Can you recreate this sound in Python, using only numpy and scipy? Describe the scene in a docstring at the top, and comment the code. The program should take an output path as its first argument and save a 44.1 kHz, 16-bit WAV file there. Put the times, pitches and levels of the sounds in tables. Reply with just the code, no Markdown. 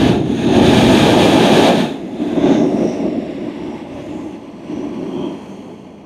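"""A swell runs into a sea cave and drives air and spray up through a blowhole in the rock shelf.
The cave roars, the shaft howls and the jet hisses in one long blast that just overloads the microphone.
Weaker, gulping puffs follow as surf washes along the shore, with a narrow, drifting hiss near 6 kHz.
Air, spray and water are filtered noise under level curves; brief narrow noise bands colour them
and the gulps add decaying sines."""
import sys
import numpy as np
from scipy.fft import rfft, irfft, next_fast_len
from scipy.io import wavfile
from scipy.ndimage import uniform_filter1d, map_coordinates

SR = 44100
rng = np.random.default_rng(int(sys.argv[2]) if len(sys.argv) > 2 else 0)


def unload_audio(sound):
    """Save the sound as a 16-bit wav file, at the path given as the first command line argument."""
    columns = np.transpose(np.atleast_2d(sound))
    # keep every value between -1 and 1, then stretch to whole-number steps
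    steps = np.round(np.clip(columns, -1, 1) * 32767)
    wavfile.write(sys.argv[1], SR, steps.astype(np.int16))


N = 267201

# Surges of water that push air through the cave. Each row: start of full push [s], hold [s],
# then roar, howl and rumble levels [dB] at that start, before drift and flutter.
SURGE_ROWS = [(0.019, 0.1, -12.5, -20.5, -22), (0.174, .19, -19, -52, -31), (.46, 0.042, -13, -24.5, -30),
              (0.564, 1.138, -9.7, -17.5, -21.5), (1.781, 0.028, -13.5, -24, -44),
              (2.21, 0.04, -18.5, -31.5, -51), (2.362, 0.022, -14, -27, -36), (2.452, 0.076, -12, -21, -49),
              (2.609, 0.039, -12, -24, -52), (2.734, 0.022, -18, -27.5, -53), (2.802, 0.055, -15, -23, -39),
              (2.935, 0.045, -27, -28, -54), (3.049, 0.017, -14, -27, -41), (3.15, 0.038, -19, -29, -53),
              (3.28, 0.065, -28, -35, -59), (3.426, 0.052, -23, -35, -45),
              (3.618, 0.11, -24.5, -39.5, -43.5), (3.947, 0.05, -31, -38.5, -38.5),
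              (4.103, 0.14, -28.5, -38.5, -41), (4.723, 0.14, -22, -36, -43.5),
              (4.95, 0.14, -23.5, -38, -50), (5.174, 0.1, -21, -34, -55), (5.34, .02, -30.5, -43, -52),
              (5.478, 0.21, -34, -41, -60)]
PUSH_DB_PER_S, SLACK_DB_PER_S = 177, 141  # build-up and release of a surge at pace 1
SHAFT_PACE = 0.65  # the air in the shaft follows more slowly


def amp(db):
    """Decibels to gain."""
    return 10 ** (np.asarray(db) / 20)


def unit(x):
    """Scale x to rms 1."""
    return x / np.sqrt(np.mean(x ** 2) + 1e-20)


def clock():
    """Time of every sample in seconds."""
    return np.arange(N) / SR


def curves(rows):
    """Interpolate each column after the time to one value per sample."""
    times_s, *columns = np.transpose(rows)
    return [np.interp(clock(), times_s, column) for column in columns]


def ramp(start_s, end_s):
    """Linear rise from 0 to 1 between two times."""
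    return np.clip((clock() - start_s) / max(end_s - start_s, 0.01), 0, 1)


def blend(a, b, share):
    """Equal-power mix from a (share 0) to b (share 1)."""
    share = np.clip(share, 0, 1)
    return np.sqrt(1 - share) * a + np.sqrt(share) * b


def wobble(rate_hz):
    """Smooth random curve through rate_hz knots per second."""
    knots = rng.standard_normal(int(N * rate_hz / SR) + 4)
    return map_coordinates(knots, [clock() * rate_hz])


def filtered(x, response):
    """Multiply the spectrum of x by a response of frequency in Hz."""
    size = next_fast_len(N + 8192)
    return irfft(rfft(x, size) * response(np.fft.rfftfreq(size, 1 / SR)), size)[:N]


def rush(spectrum):
    """Turbulence: noise of rms 1, spectrum read on log frequency, with steep outer skirts."""
    f_hz, level_db = np.transpose(spectrum)

    def response(hz):
        gain = amp(np.interp(np.log(hz + 1), np.log(f_hz), level_db))
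        skirts = np.minimum(1, np.minimum(hz / f_hz[0], f_hz[-1] / (hz + 1))) ** 6
        return gain * skirts

    return unit(filtered(rng.standard_normal(N), response))


def bell(offset_hz, width_hz):
    """Power response of a resonance with steep sides."""
    return 1 / (1 + (offset_hz / width_hz) ** 2 * 2) ** 2


def ringing(modes):
    """Turbulence of rms 1 coloured by resonances (Hz, width Hz, dB)."""
    def response(hz):
        return np.sqrt(sum(amp(db) ** 2 * bell(hz - centre, width) for centre, width, db in modes))

    return unit(filtered(rng.standard_normal(N), response))


def sustained(x, size):
    """Even out the strength of x over spans of size samples, as under a steady pressure."""
    power = uniform_filter1d(uniform_filter1d(x * x, size), size)
    return x / np.sqrt(np.abs(power) + 1e-9)


def swells(starts, holds, levels_db, rise, fall, drift_db=0, bend=1):
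    """Summed gain of pushes that rise, hold and fall (dB/s); drift_db is the change after 1 s of hold."""
    steps_s = clock()[::64]
    t = steps_s - starts[:, None]
    held = np.clip(t, 0, holds[:, None])
    db = levels_db[:, None] + rise * np.minimum(t, 0)
    db = db + drift_db * held ** bend
    db = db - fall * np.maximum(t - holds[:, None], 0)
    return np.interp(clock(), steps_s, np.sqrt(np.sum(amp(db) ** 2, axis=0)))


def surging(levels_db, churn_db, churn_loss_db_per_s, pace=1, drift_db=0, bend=1):
    """Gain of one voice of the cave: surges on top of a churn that weakens steadily."""
    starts, holds, *_ = np.transpose(SURGE_ROWS)
    rise, fall = pace * PUSH_DB_PER_S, pace * SLACK_DB_PER_S
    pushes = swells(starts, holds, levels_db, rise, fall, drift_db, bend)
    churn = amp(churn_db - churn_loss_db_per_s * clock())
    return np.hypot(pushes, churn)


def cave_pressure(sag_db=-3.5):
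    """Strength of the air pushed through the cave; it sags during a long surge."""
    _, _, roar_db, _, _ = np.transpose(SURGE_ROWS)
    return surging(roar_db, churn_db=-19.5, churn_loss_db_per_s=2.92, drift_db=sag_db)


def cave(pressure):
    """Cave air roars: broad under the full blast, settling on the chamber's modes as pressure ebbs."""
    # Roar spectra of blast, ebb and last dull swell. Each row: frequency in Hz, relative density in dB.
    blast_roar = [(65, -48), (110, -7), (254, 5), (366, 1.5), (520, -16.5), (680, -59), (1140, -120)]
    ebb_roar = [(65, -66), (110, -24), (176, -6.5), (291, -7), (377, 0), (414, -27), (480, -34.5),
                (620, -11.5), (1060, -120)]
    dull_swell = [(59, -53), (100, -20.5), (167, -11), (189, -3.5), (264, -7), (429, -13), (480, -35),
                  (620, -54), (1060, -120)]
    # Modes of the chamber. Each row: frequency in Hz, width in Hz, relative level in dB.
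    chamber_modes = [(188.7, 39, -4.5), (230, 35, -1), (287, 36, 4.5), (349.5, 62, -3)]
    ebb = blend(rush(ebb_roar), ringing(chamber_modes), 0.73)
    roar = blend(rush(blast_roar), ebb, ramp(1.4, 2.23))
    roar = blend(roar, rush(dull_swell), ramp(5.3, 5.6))
    flutter = amp(1.03 * wobble(35))
    return pressure * flutter * sustained(roar, size=2600)


def vent(howl_grows_db=4, rumble_drains_db=-13):
    """Air column rumbles, shaft howls, turns hollow, sinks into shore wash; rising water favours howl."""
    # Resonances of the shaft, then of the half-flooded cave after the blast.
    # Each row: frequency in Hz, width in Hz, relative level in dB.
    shaft_modes = [(428, 69, 2.5), (539, 90, 0), (645, 67, 0.5), (697, 77, -1), (830, 98, -1),
                   (963, 510, -15.5)]
    hollow_modes = [(508, 140, -4), (613, 85, -0.5), (704, 31, -7), (822, 62, -13.5), (950, 360, -22.5)]
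    # Spectra of shore wash and air-column rumble. Each row: frequency in Hz, relative density in dB.
    shore_spectrum = [(250, -18), (430, -2), (477, -3), (599, -3.5), (671, -2.5), (740, -9), (859, -4.5),
                      (934, -12), (1010, -7), (1060, -14.5), (1400, -23.5), (1820, -39), (3080, -120)]
    rumble_spectrum = [(20, -31), (40, -20), (72, -2), (110, -1.5), (140, 0), (220, -39)]
    _, _, _, howl_db, rumble_db = np.transpose(SURGE_ROWS)

    howl = blend(ringing(shaft_modes), ringing(hollow_modes), ramp(1.98, 3.23))
    howl = blend(howl, rush(shore_spectrum), ramp(3.35, 3.6))
    howl_gain = surging(howl_db, -33, 1.77, SHAFT_PACE, howl_grows_db)
    howl = howl_gain * amp(0.85 * wobble(25)) * sustained(howl, size=3500)

    rumble_gain = surging(rumble_db, -43.5, 1.5, SHAFT_PACE, rumble_drains_db, bend=2.4)
    rumble = rumble_gain * sustained(rush(rumble_spectrum), size=5000)
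    return rumble + howl


def jet(full_flow_db=-22.0, span_db=6):
    """Air tears past the rock lip and shreds water to spray; weak flow is thin, full flow rings the mouth."""
    # Strongest surges, breaking out as a jet. Each row: start of full flow in seconds, hold in seconds,
    # air level in dB, spray level in dB, both before sputter.
    blast_rows = [(0, 0.08, -23, -41), (0.377, 0.055, -33.5, -48), (0.564, 0.12, -24.5, -42),
                  (0.738, 0.95, -19.5, -34.5), (1.784, 0.025, -25.5, -42), (2.22, .14, -42.5, -57),
                  (2.474, 0.072, -29, -54.5)]
    # Resonances of the shaft's mouth. Each row: frequency in Hz, width in Hz, relative level in dB.
    mouth_modes = [(1228, 30, -16.5), (1580, 58, 0), (1764, 6.6, 7), (2140, 94, -14), (2380, 40, 7),
                   (2660, 460, 3), (3020, 24, 7), (3144, 64, 4), (3370, 105, 6.5), (3765, 35, 7.5),
                   (4010, 58, -2.5), (4900, 25, -7)]
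    # Spectra of full air, weak air, weak air from the drenched mouth, full spray and thin spray.
    # Each row: frequency in Hz, relative density in dB.
    full_air = [(560, -18), (950, 1.5), (1080, -8), (1220, -1), (1370, -8.5), (1720, -0.5), (1900, -7.5),
                (2340, -6.5), (2850, -8.5), (3540, -3), (5160, -15.5), (6730, -19), (7400, -33),
                (9620, -57), (16300, -120)]
    lull_air = [(560, -36), (950, -15.5), (1170, -5.5), (1270, -8.5), (1780, -3), (1970, -11.5),
                (2620, -1.5), (2880, -7.5), (3600, -1), (4650, -17.5), (5340, -22), (6510, -19.5),
                (7400, -25.5), (9620, -57), (16300, -120)]
    puff_air = [(560, -44), (950, 2), (1080, -3), (1210, -1.5), (1360, -13), (1550, 2.5), (1820, -9),
                (1990, 0), (2110, -4.5), (3240, -10), (3600, -0.5), (4380, -23), (6390, -18), (7400, -32),
                (9620, -59), (16300, -120)]
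    full_spray = [(4000, -37), (6000, -1.5), (6800, 4), (7500, -6.5), (8400, -0.5), (9300, -2.5),
                  (10300, -6.5), (11700, -7.5), (13500, -16), (15700, -22.5)]
    thin_spray = [(5800, -5), (6600, 8), (7600, -25), (8400, -4), (9200, 0), (10300, -12), (12300, -14.5),
                  (15700, -25)]

    starts, holds, air_db, spray_db = np.transpose(blast_rows)
    air = swells(starts, holds, air_db, rise=74, fall=115)
    spray = swells(starts, holds, spray_db, rise=75, fall=120)
    choked = ramp(0.1, 0.25) - ramp(0.5, 0.8)  # between blasts only a slit stays open
    flow = 1.5 + (20 * np.log10(air) - full_flow_db) / span_db
    flow = np.minimum(flow, 1 - choked)

    full = blend(rush(full_air), ringing(mouth_modes), 0.33)
    weak = blend(rush(lull_air), rush(puff_air), ramp(2.19, 2.44))  # the drenched mouth sounds darker
    mist = blend(rush(full_spray), amp(1.5) * rush(thin_spray), choked)
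    mist = amp(0.5 * wobble(400)) * mist
    sputter = amp(0.86 * wobble(18) + 0.27 * wobble(140))
    return (air * blend(weak, full, flow) + spray * mist) * sputter


def reflected(x, strength):
    """Add a close reflection: hollow notches slide with its delay."""
    # Close surface reflecting into the microphone, turning. Each row: time in seconds, delay in seconds.
    mirror_rows = [(2.4, .00032), (2.85, .00035), (3.15, .000397), (3.7, .000382), (4.15, .00031),
                   (4.6, .000365), (5.5, .00033)]
    delay_s, = curves(mirror_rows)
    echo = map_coordinates(x, [(clock() - delay_s) * SR])
    return unit(x + strength * echo)


def surf(masked_db=-7.0, wash_gain_db=1, foam_gain_db=7.5):
    """Fallen spray runs back over the shelf, giving way to shore wash; foam fizzes on top."""
    # Water washing over the rocks. Each row: time in seconds, wash level in dB, foam level in dB,
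    # both before the gains above.
    wash_rows = [(2.75, -42.5, -60), (2.82, -40, -59), (3.14, -43.5, -67), (3.8, -44.5, -66.5),
                 (3.86, -49, -70), (3.97, -44, -64.5), (4.32, -48, -66.5), (4.42, -50.5, -71),
                 (4.56, -53, -71), (4.71, -45.5, -68), (5.14, -47, -66), (5.5, -49.5, -65.5),
                 (5.85, -54.5, -72.5), (6.06, -57.5, -77)]
    # Spectra of runoff, shore water and foam. Each row: frequency in Hz, relative density in dB.
    runoff_spectrum = [(650, -30), (1100, -10.5), (1250, -3), (1380, -6), (1800, 2.5), (2140, 5.5),
                       (2410, -1), (2670, 4), (3130, -5), (3570, -0.5), (4320, -10.5), (5300, -10.5),
                       (6890, -43), (11700, -120)]
    water_spectrum = [(680, -29), (1150, 0), (1370, -25), (1500, -5.5), (1600, -9.5), (2110, -5),
                      (2920, -5), (3200, -10.5), (3320, -4.5), (3570, -18.5), (4330, -18), (5090, -22),
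                      (5400, -20), (7020, -49), (11900, -120)]
    foam_spectrum = [(2940, -38), (5000, -6), (5100, -19), (5420, -6.5), (5820, -4), (6670, -1.5),
                     (9930, -11), (13500, -20), (14600, -30), (15500, -48.5)]

    wash_db, foam_db = curves(wash_rows)
    water = blend(rush(runoff_spectrum), rush(water_spectrum), ramp(2.6, 5.0))
    lapping_db = 0.72 * wobble(30) + 0.29 * wobble(170)
    wash = amp(wash_db + wash_gain_db + lapping_db) * water
    fizz = reflected(rush(foam_spectrum), strength=0.33)
    foam = amp(foam_db + foam_gain_db + 0.8 * wobble(300)) * fizz
    wet = ramp(2.2, 2.75)
    return (wash + foam) * amp(masked_db * (1 - wet))


def narrow_bands():
    """Narrow noise bands under Gaussian envelopes: reflection-coloured hiss peaks above, bubbling below."""
    # Brief hiss peaks and bubbling low tones. Each row: centre in seconds, Gaussian sigma in seconds,
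    # frequency in Hz, width in Hz, peak rms level in dB.
    band_rows = [(.52, .13, 6500, 450, -49), (2.51, 0.078, 3600, 300, -47), (2.55, 0.084, 6340, 650, -44),
                 (2.62, 0.08, 5500, 250, -48.5), (2.89, 0.095, 5670, 480, -44), (3.3, .15, 596, 80, -39),
                 (3.68, .09, 5600, 300, -61), (3.72, .12, 857, 90, -39), (4.0, 0.1, 590, 90, -35),
                 (4.16, .07, 7400, 550, -62), (4.22, 0.11, 315, 30, -29.5), (4.26, 0.087, 853, 55, -42.5),
                 (4.8, .08, 5940, 400, -56), (5.1, 0.58, 4300, 330, -60), (5.18, 0.22, 920, 170, -40.5),
                 (5.225, 0.08, 3190, 150, -43), (5.24, .08, 2550, 200, -50), (5.35, 0.5, 3180, 150, -58.5),
                 (5.535, .05, 6300, 506, -61)]
    out = np.zeros(N)
    for centre_s, sigma_s, hz, width_hz, db in band_rows:
        envelope = np.exp(-0.5 * ((clock() - centre_s) / sigma_s) ** 2)
        out += amp(db) * envelope * ringing([(hz, width_hz, 0)])
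    return out


def reflected_hiss(pressure, width_hz=480, level_db=-46, follows=0.66):
    """Narrow hiss near 6 kHz, coloured by a close reflection; pitch drifts, level follows the surges."""
    # Drifting pitch of the hiss band. Each row: time in seconds, centre frequency in Hz.
    pitch_rows = [(2.4, 6115), (3.04, 5460), (3.7, 5630), (4.02, 6080), (4.12, 6810), (4.47, 5820),
                  (5.49, 5890), (5.52, 6460), (6.06, 6000)]
    centre_hz, = curves(pitch_rows)
    band = unit(filtered(rng.standard_normal(N), lambda hz: bell(hz, width_hz)))
    carrier = np.cos(2 * np.pi * np.cumsum(centre_hz) / SR)  # shifts the low band up to the pitch
    return amp(level_db) * pressure ** follows * ramp(2.4, 3.0) * unit(band * carrier)


def gulps(cave_hz=298, ring_t60_s=0.039, splat_t60_s=0.018, attack_s=0.01, ring_db=-9, splat_db=-20):
    """Each slap of water gives a muffled splat and rings the cave's main mode for a moment."""
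    # Water slapping shut a pocket of the cave. Each row: start in seconds, relative strength in dB.
    gulp_rows = [(2.504, 21), (2.614, -4), (2.647, -4), (2.814, -4), (3.054, -4), (5.173, -14),
                 (5.254, -17)]
    out, t = np.zeros(N + SR), np.arange(SR // 4) / SR
    splats = rush([(300, 4), (800, -7), (1400, -23.5)])
    attack = (1 - np.exp(-t / attack_s)) ** 2
    for start_s, db in gulp_rows:
        start = round(start_s * SR)
        hz = cave_hz * np.exp(0.034 * rng.standard_normal())
        ring = amp(ring_db - 60 * t / ring_t60_s) * np.sin(2 * np.pi * hz * t)
        splat = amp(splat_db - 60 * t / splat_t60_s) * splats[start:][:len(t)]
        out[start:][:len(t)] += amp(db) * attack * (ring + splat)
    return out[:N]


def scene():
    """The blowhole in front of the shore, one channel."""
    pressure = cave_pressure()
    blowhole = cave(pressure) + vent() + jet()
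    return (blowhole + surf() + narrow_bands() + reflected_hiss(pressure) + gulps())[None]


def record(dry, top_hz=15700):
    """Round off the highest peaks at full scale; pass nothing above the band limit."""
    rounded = dry[0] / (1 + np.abs(dry[0]) ** 8) ** (1 / 8)
    return filtered(rounded, lambda hz: hz < top_hz)[None]


dry = scene()
out = record(dry)
unload_audio(out)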